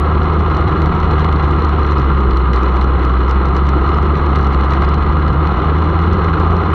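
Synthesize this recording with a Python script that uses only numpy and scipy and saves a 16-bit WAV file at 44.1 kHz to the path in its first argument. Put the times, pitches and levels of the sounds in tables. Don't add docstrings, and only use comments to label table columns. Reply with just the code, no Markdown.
import sys
import numpy as np
from scipy import signal
from scipy.fft import rfft, irfft, next_fast_len
from scipy.io import wavfile

SR = 44100
rng = np.random.default_rng(int(sys.argv[2]) if len(sys.argv) > 2 else 0)


def transcribe(u):
    v = np.clip(np.atleast_2d(u).T, -1, 1)
    q = np.round(v * 32767).astype(np.int16)
    wavfile.write(sys.argv[1], SR, q)


def amp(db):
    return 10 ** (np.asarray(db, float) / 20)


N = 297218


def curves(rows):
    s, *columns = np.transpose(rows)
    return [np.interp(np.arange(N) / SR, s, c) for c in columns]


def unit(x):
    return x / np.sqrt(np.mean(x ** 2) + 1e-20)


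def drift(corner_hz):
    r = np.exp(-2 * np.pi * corner_hz / SR)
    noise = rng.standard_normal(N + SR)
    settled = signal.lfilter([1], [1, -2 * r, r * r], noise)[SR:]
    return unit(settled)


def shaking(flutter_db):
    return unit(rng.standard_normal(N) * amp(flutter_db))


def resonate(x, modes, skirt=2.147):
    size = next_fast_len(N + SR)
    hz = np.fft.rfftfreq(size, 1 / SR)
    power = 0
    for mid_hz, width_hz, db in modes:
        power = power + amp(2 * db) / (1 + (2 * (hz - mid_hz) / width_hz) ** 2) ** skirt
    cepstrum = irfft(np.log(power / power.mean()) / 2, size)
    cepstrum[1:size // 2] *= 2
    cepstrum[size // 2 + 1:] = 0
    response = np.exp(rfft(cepstrum))
    return irfft(rfft(x, size) * response, size)[:N]


def split(x, hz, kind):
    return signal.sosfilt(signal.butter(4, hz, kind, fs=SR, output="sos"), x)


# time in seconds, roughness from 0 to 1.
GROUND_ROUGHNESS = [(0, .4), (.45, .5), (.6, .9), (1.15, .9), (1.3, .35), (2.1, .15), (3.7, .15), (3.9, .4),
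                    (5.45, .4), (5.55, 1), (5.68, 1), (5.75, .3), (6.25, .6), (6.45, .4), (6.74, .4)]


def roughness():
    return curves(GROUND_ROUGHNESS)[0]


# middle in seconds, dip in dB of the first order, slip in crank turns.
BEAT_STUMBLES = [(.59, 12, .5), (.685, 7, -.4), (.755, 11, .4), (.932, 12, 0), (1.111, 13, 0),
                 (4.19, 11, -.15), (4.54, 5, .05), (5.336, 9, -.25), (5.537, 14, -.4), (5.565, 12, -.4),
                 (5.61, 8, -.4), (5.649, 11, 0), (5.932, 10, -.25), (6.163, 7, .3), (6.204, 7, -.4),
                 (6.381, 12, -.4), (6.628, 11, -.5), (6.687, 6, .3)]


def stumbles():
    half_width_s, stride = .009, 50
    s, dip_db, turns = np.transpose(BEAT_STUMBLES)[:, :, None]
    away = (np.arange(0, N + stride, stride) / SR - s) / half_width_s
    dips = (dip_db * np.exp(-away ** 2)).sum(axis=0)
    slips = (np.pi * turns * (1 + np.tanh(2 * away))).sum(axis=0)
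    return [np.interp(np.arange(N) / stride, np.arange(len(c)), c) for c in (dips, slips)]


# time in seconds, crank turns per second.
ENGINE_SPEED = [(0.0, 76.6), (0.8, 76.6), (0.98, 80), (1.2, 76), (1.4, 74.3), (1.75, 73.2), (2.15, 68.4),
                (2.3, 63.8), (2.45, 62.4), (2.9, 65.6), (3.05, 63.5), (3.3, 64.2), (3.5, 67.3),
                (3.75, 68.6), (3.97, 72), (4.38, 70.8), (4.55, 68.4), (4.95, 71), (5.3, 74.8), (5.57, 74.6),
                (5.72, 79.3), (6.12, 81.5), (6.35, 80.4), (6.74, 84.3)]


def crank_angle():
    wobble = (.018 + .022 * roughness()) * drift(24)
    speed = curves(ENGINE_SPEED)[0] * (1 + wobble)
    slip = stumbles()[1]
    return 2 * np.pi * np.cumsum(speed) / SR + slip


# pitch in Hz, rms level in dB before dips, wavering and gain control.
FRAME_MOUNT = [(62, -12), (72, -14), (84, -14.5), (124, -29), (132, -27.5), (148, -23), (168, -22.5),
               (188, -34), (208, -30), (224, -35.5), (250, -42)]


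def engine(angle):
    speed, rough = curves(ENGINE_SPEED)[0], roughness()
    first_db, second_db, third_db = (np.interp(k * speed, *np.transpose(FRAME_MOUNT)) for k in (1, 2, 3))
    dip_db = stumbles()[0]
    first_db = first_db - dip_db - 1.0 * rough + .7 * rough * drift(30)
    second_db = second_db - .3 * dip_db + 2.0 * drift(14)
    third_db = third_db + 1.2 * drift(5)
    first = amp(first_db) * np.cos(angle)
    second = amp(second_db) * np.cos(2 * angle + 1.45 + .3 * drift(14))
    third = amp(third_db) * np.cos(3 * angle - 1.3 + 0.65 * drift(6.2))
    return np.sqrt(2) * (first + second + third)


# middle in Hz, width in Hz, relative level in dB.
RUMBLE_MODES = [(52.3, 43, 0), (95, 63, -3.5), (177.5, 77, -3)]


def rumble():
    level_db = -22.5 + 3 * roughness()
    flutter_db = 1.2 * drift(12) + 1.2 * drift(2.5)
    return resonate(shaking(flutter_db) * amp(level_db), RUMBLE_MODES)


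# middle in Hz, width in Hz, relative level in dB.
PANEL_MODES = [(310, 93, -1.5), (361.7, 154, 0.5), (482, 164, -7)]


def panel(jolts):
    level_db = -23.5 + 0.5 * roughness()
    flutter_db = 1.7 * drift(60) + 0.43 * jolts
    return resonate(shaking(flutter_db) * amp(level_db), PANEL_MODES)


# middle in Hz, width in Hz, relative level in dB.
CASE_MODES = [(778, 250, -5.5), (1035, 238, -3), (1232.6, 268, 0.5), (1375, 39, -5.5), (1621, 160, -12.5),
              (1984, 465, -16.5), (2220, 100, -27.5), (2514, 180, -23.5), (2910, 366, -22),
              (3465, 810, -29), (4093, 365, -26.5), (5070, 300, -49.5), (5770, 780, -47.5),
              (7180, 650, -58.5), (9450, 1000, -70), (10300, 1100, -69), (12200, 2100, -71.5),
              (14000, 1500, -82)]
# time in seconds, level in dB before the low-pass split and gain control.
HOLLOW_LEVEL = [(0, -20), (.6, -20.5), (1.3, -21), (1.9, -23.5), (2.35, -26), (2.8, -19), (3.15, -25.5),
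                (3.4, -22), (4.7, -20), (5.1, -22), (5.5, -20), (6.35, -21.5), (6.58, -16.5), (6.74, -24)]


def case(angle, jolts):
    hollow_to_hz, rattle_from_hz = 880, 1547
    hollow_db = curves(HOLLOW_LEVEL)[0]
    buzz_db = -22.5
    rattle_db = -21.5 + 1 * roughness() - 1.4 * np.cos(angle - .1)
    hollow = resonate(shaking(0.83 * drift(46) + 1.6 * jolts) * amp(hollow_db), CASE_MODES)
    buzz = resonate(shaking(0.22 * drift(50) + 1.2 * jolts) * amp(buzz_db), CASE_MODES)
    rattle = resonate(shaking(0.97 * drift(60) + 1.6 * jolts) * amp(rattle_db), CASE_MODES)
    low = split(hollow, hollow_to_hz, "low")
    middle = split(buzz, [hollow_to_hz, rattle_from_hz], "band")
    high = split(rattle, rattle_from_hz, "high")
    return low + middle + high


def frame(angle):
    jolts = drift(79)
    return rumble() + panel(jolts) + case(angle, jolts)


# start in seconds, relative level in dB, thud against that in dB, sharp edge against that in dB.
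STONES = [(0.1426, -48, 6, -30), (0.5472, -41, 7, -23.5), (0.5686, -36, 0, -22), (0.607, -41.5, 8, -16),
          (0.6784, -35.5, 4, -29), (0.818, -35, 3, -22), (0.8585, -38.5, 7, -22.5), (1.0007, -39, 1, -26),
          (1.0306, -42.5, -1, -29.5), (1.1114, -40.5, 3, -22), (1.1947, -37, 5, -29.5),
          (1.205, -43.5, 15, -19.5), (1.218, -44.5, 13, -17), (1.2449, -36, 10, -22),
          (1.3243, -38.5, 13.5, -19), (1.36, -41, 10, -25), (1.4282, -45, 6, -25), (1.4427, -40, 1, -24.5),
          (1.51, -37.5, 6, -23), (1.5931, -43.5, 7, -22), (1.6207, -38, 5, -27), (1.6475, -35, 0, -28),
          (1.6916, -40.5, 7, -29), (1.8649, -39.5, 1, -25.5), (1.9106, -37.5, -4, -24.5),
          (1.9814, -37, -2, -30), (1.996, -38, 0, -23), (2.3087, -36.5, 7, -28.5),
          (2.3327, -46.5, 13, -15.5), (2.3705, -35, 6, -21.5), (2.5321, -31, 6, -25.5),
          (2.542, -44, 3, -17.5), (2.56, -34, -2, -22), (2.6184, -43, -3, -29.5), (2.632, -38, 4, -25),
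          (2.6816, -41, 12, -24), (2.7584, -41, 3, -23), (2.7681, -37, 7, -23.5), (2.812, -39.5, 2, -22),
          (3.049, -38.5, 6, -23), (3.3098, -31, 3.5, -24.5), (3.455, -36, -1, -24), (3.485, -43, 8, -22),
          (3.5648, -29.5, -4, -26.5), (3.5804, -43, 7, -20.5), (3.6888, -33, 4, -25.5),
          (3.891, -39, -1.5, -31), (3.9443, -38.5, 8, -22.5), (3.9739, -41, -1, -24),
          (4.0266, -40.5, 9, -18), (4.1535, -40.5, 13, -25.5), (4.1722, -41, 2, -27.5),
          (4.1829, -43, 2, -28), (4.2612, -41.5, 2, -25), (4.357, -32.5, 5, -23), (4.3864, -39.5, 7, -24.5),
          (4.4443, -41.5, 5, -19.5), (4.4685, -37, 5, -29), (4.545, -40, 10, -25), (4.6095, -38, 7, -26),
          (4.65, -42.5, 2, -21), (4.7058, -36, 0.5, -29.5), (4.7197, -42, 14, -22),
          (4.7344, -33, 10.5, -23.5), (4.7585, -45.5, 9, -23), (4.8065, -44, 8, -20.5),
          (4.82, -38.5, 5, -23.5), (4.833, -46, 6, -27), (4.8894, -36, 6, -21.5), (4.9419, -33.5, 1, -24.5),
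          (5.032, -43.5, 1, -26.5), (5.326, -45, 10, -15.5), (5.4715, -39, 7.5, -24),
          (5.9894, -41, 9, -24.5), (6.1309, -36, 7, -28), (6.5657, -39.5, -1, -32)]
# time in seconds, mean grains per second.
SMALL_GRIT = [(0, 24), (.5, 46), (5, 46), (5.3, 30), (6.74, 30)]


def grit():
    s, stone_db, thud_db, sharp_db = np.transpose(STONES)
    at = np.round(s * SR).astype(int)
    thud, tick, edge = np.zeros((3, N))
    thud[at] = amp(stone_db + thud_db + 20)
    tick[at] = amp(stone_db + 39)
    edge[at] = amp(stone_db + sharp_db + 62.5)

    born = rng.random(N) < curves(SMALL_GRIT)[0] / SR
    small = born * amp(-16.5 + 5.2 * np.minimum(rng.exponential(1, N), 3))

    t = np.arange(SR // 25) / SR
    rise = 1 - np.exp(-t / 0.00037)
    scratch = rise * (np.exp(-t / 0.0016) + .12 * np.exp(-t / 0.0081))
    noise = rng.standard_normal(N)
    bands = [(thud + 0.2 * small, [1700, 4600]),
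             (tick + small, [4600, 8300]),
             (edge + 0.5 * small, [8300, 17000])]
    blows = np.zeros(N)
    for hits, hz in bands:
        strength = signal.fftconvolve(hits, scratch)[:N]
        blows += split(strength * noise, hz, "band")
    return resonate(blows, CASE_MODES)


def scene():
    angle = crank_angle()
    return (engine(angle) + frame(angle) + grit())[None]


def low_pass(x):
    return signal.sosfilt(signal.butter(12, 15800, fs=SR, output="sos"), x)


def record(dry):
    follow_s = 0.071
    r = np.exp(-1 / (follow_s * SR))
    power = signal.lfilter([1 - r], [1, -r], dry[0] ** 2, zi=[amp(-19.0)])[0]
    even = dry * (power / amp(-23.5)) ** -.22
    rounded = 1.367 * np.tanh(even / 1.268)
    return low_pass(rounded - .002)


dry = scene()
out = record(dry)
transcribe(out)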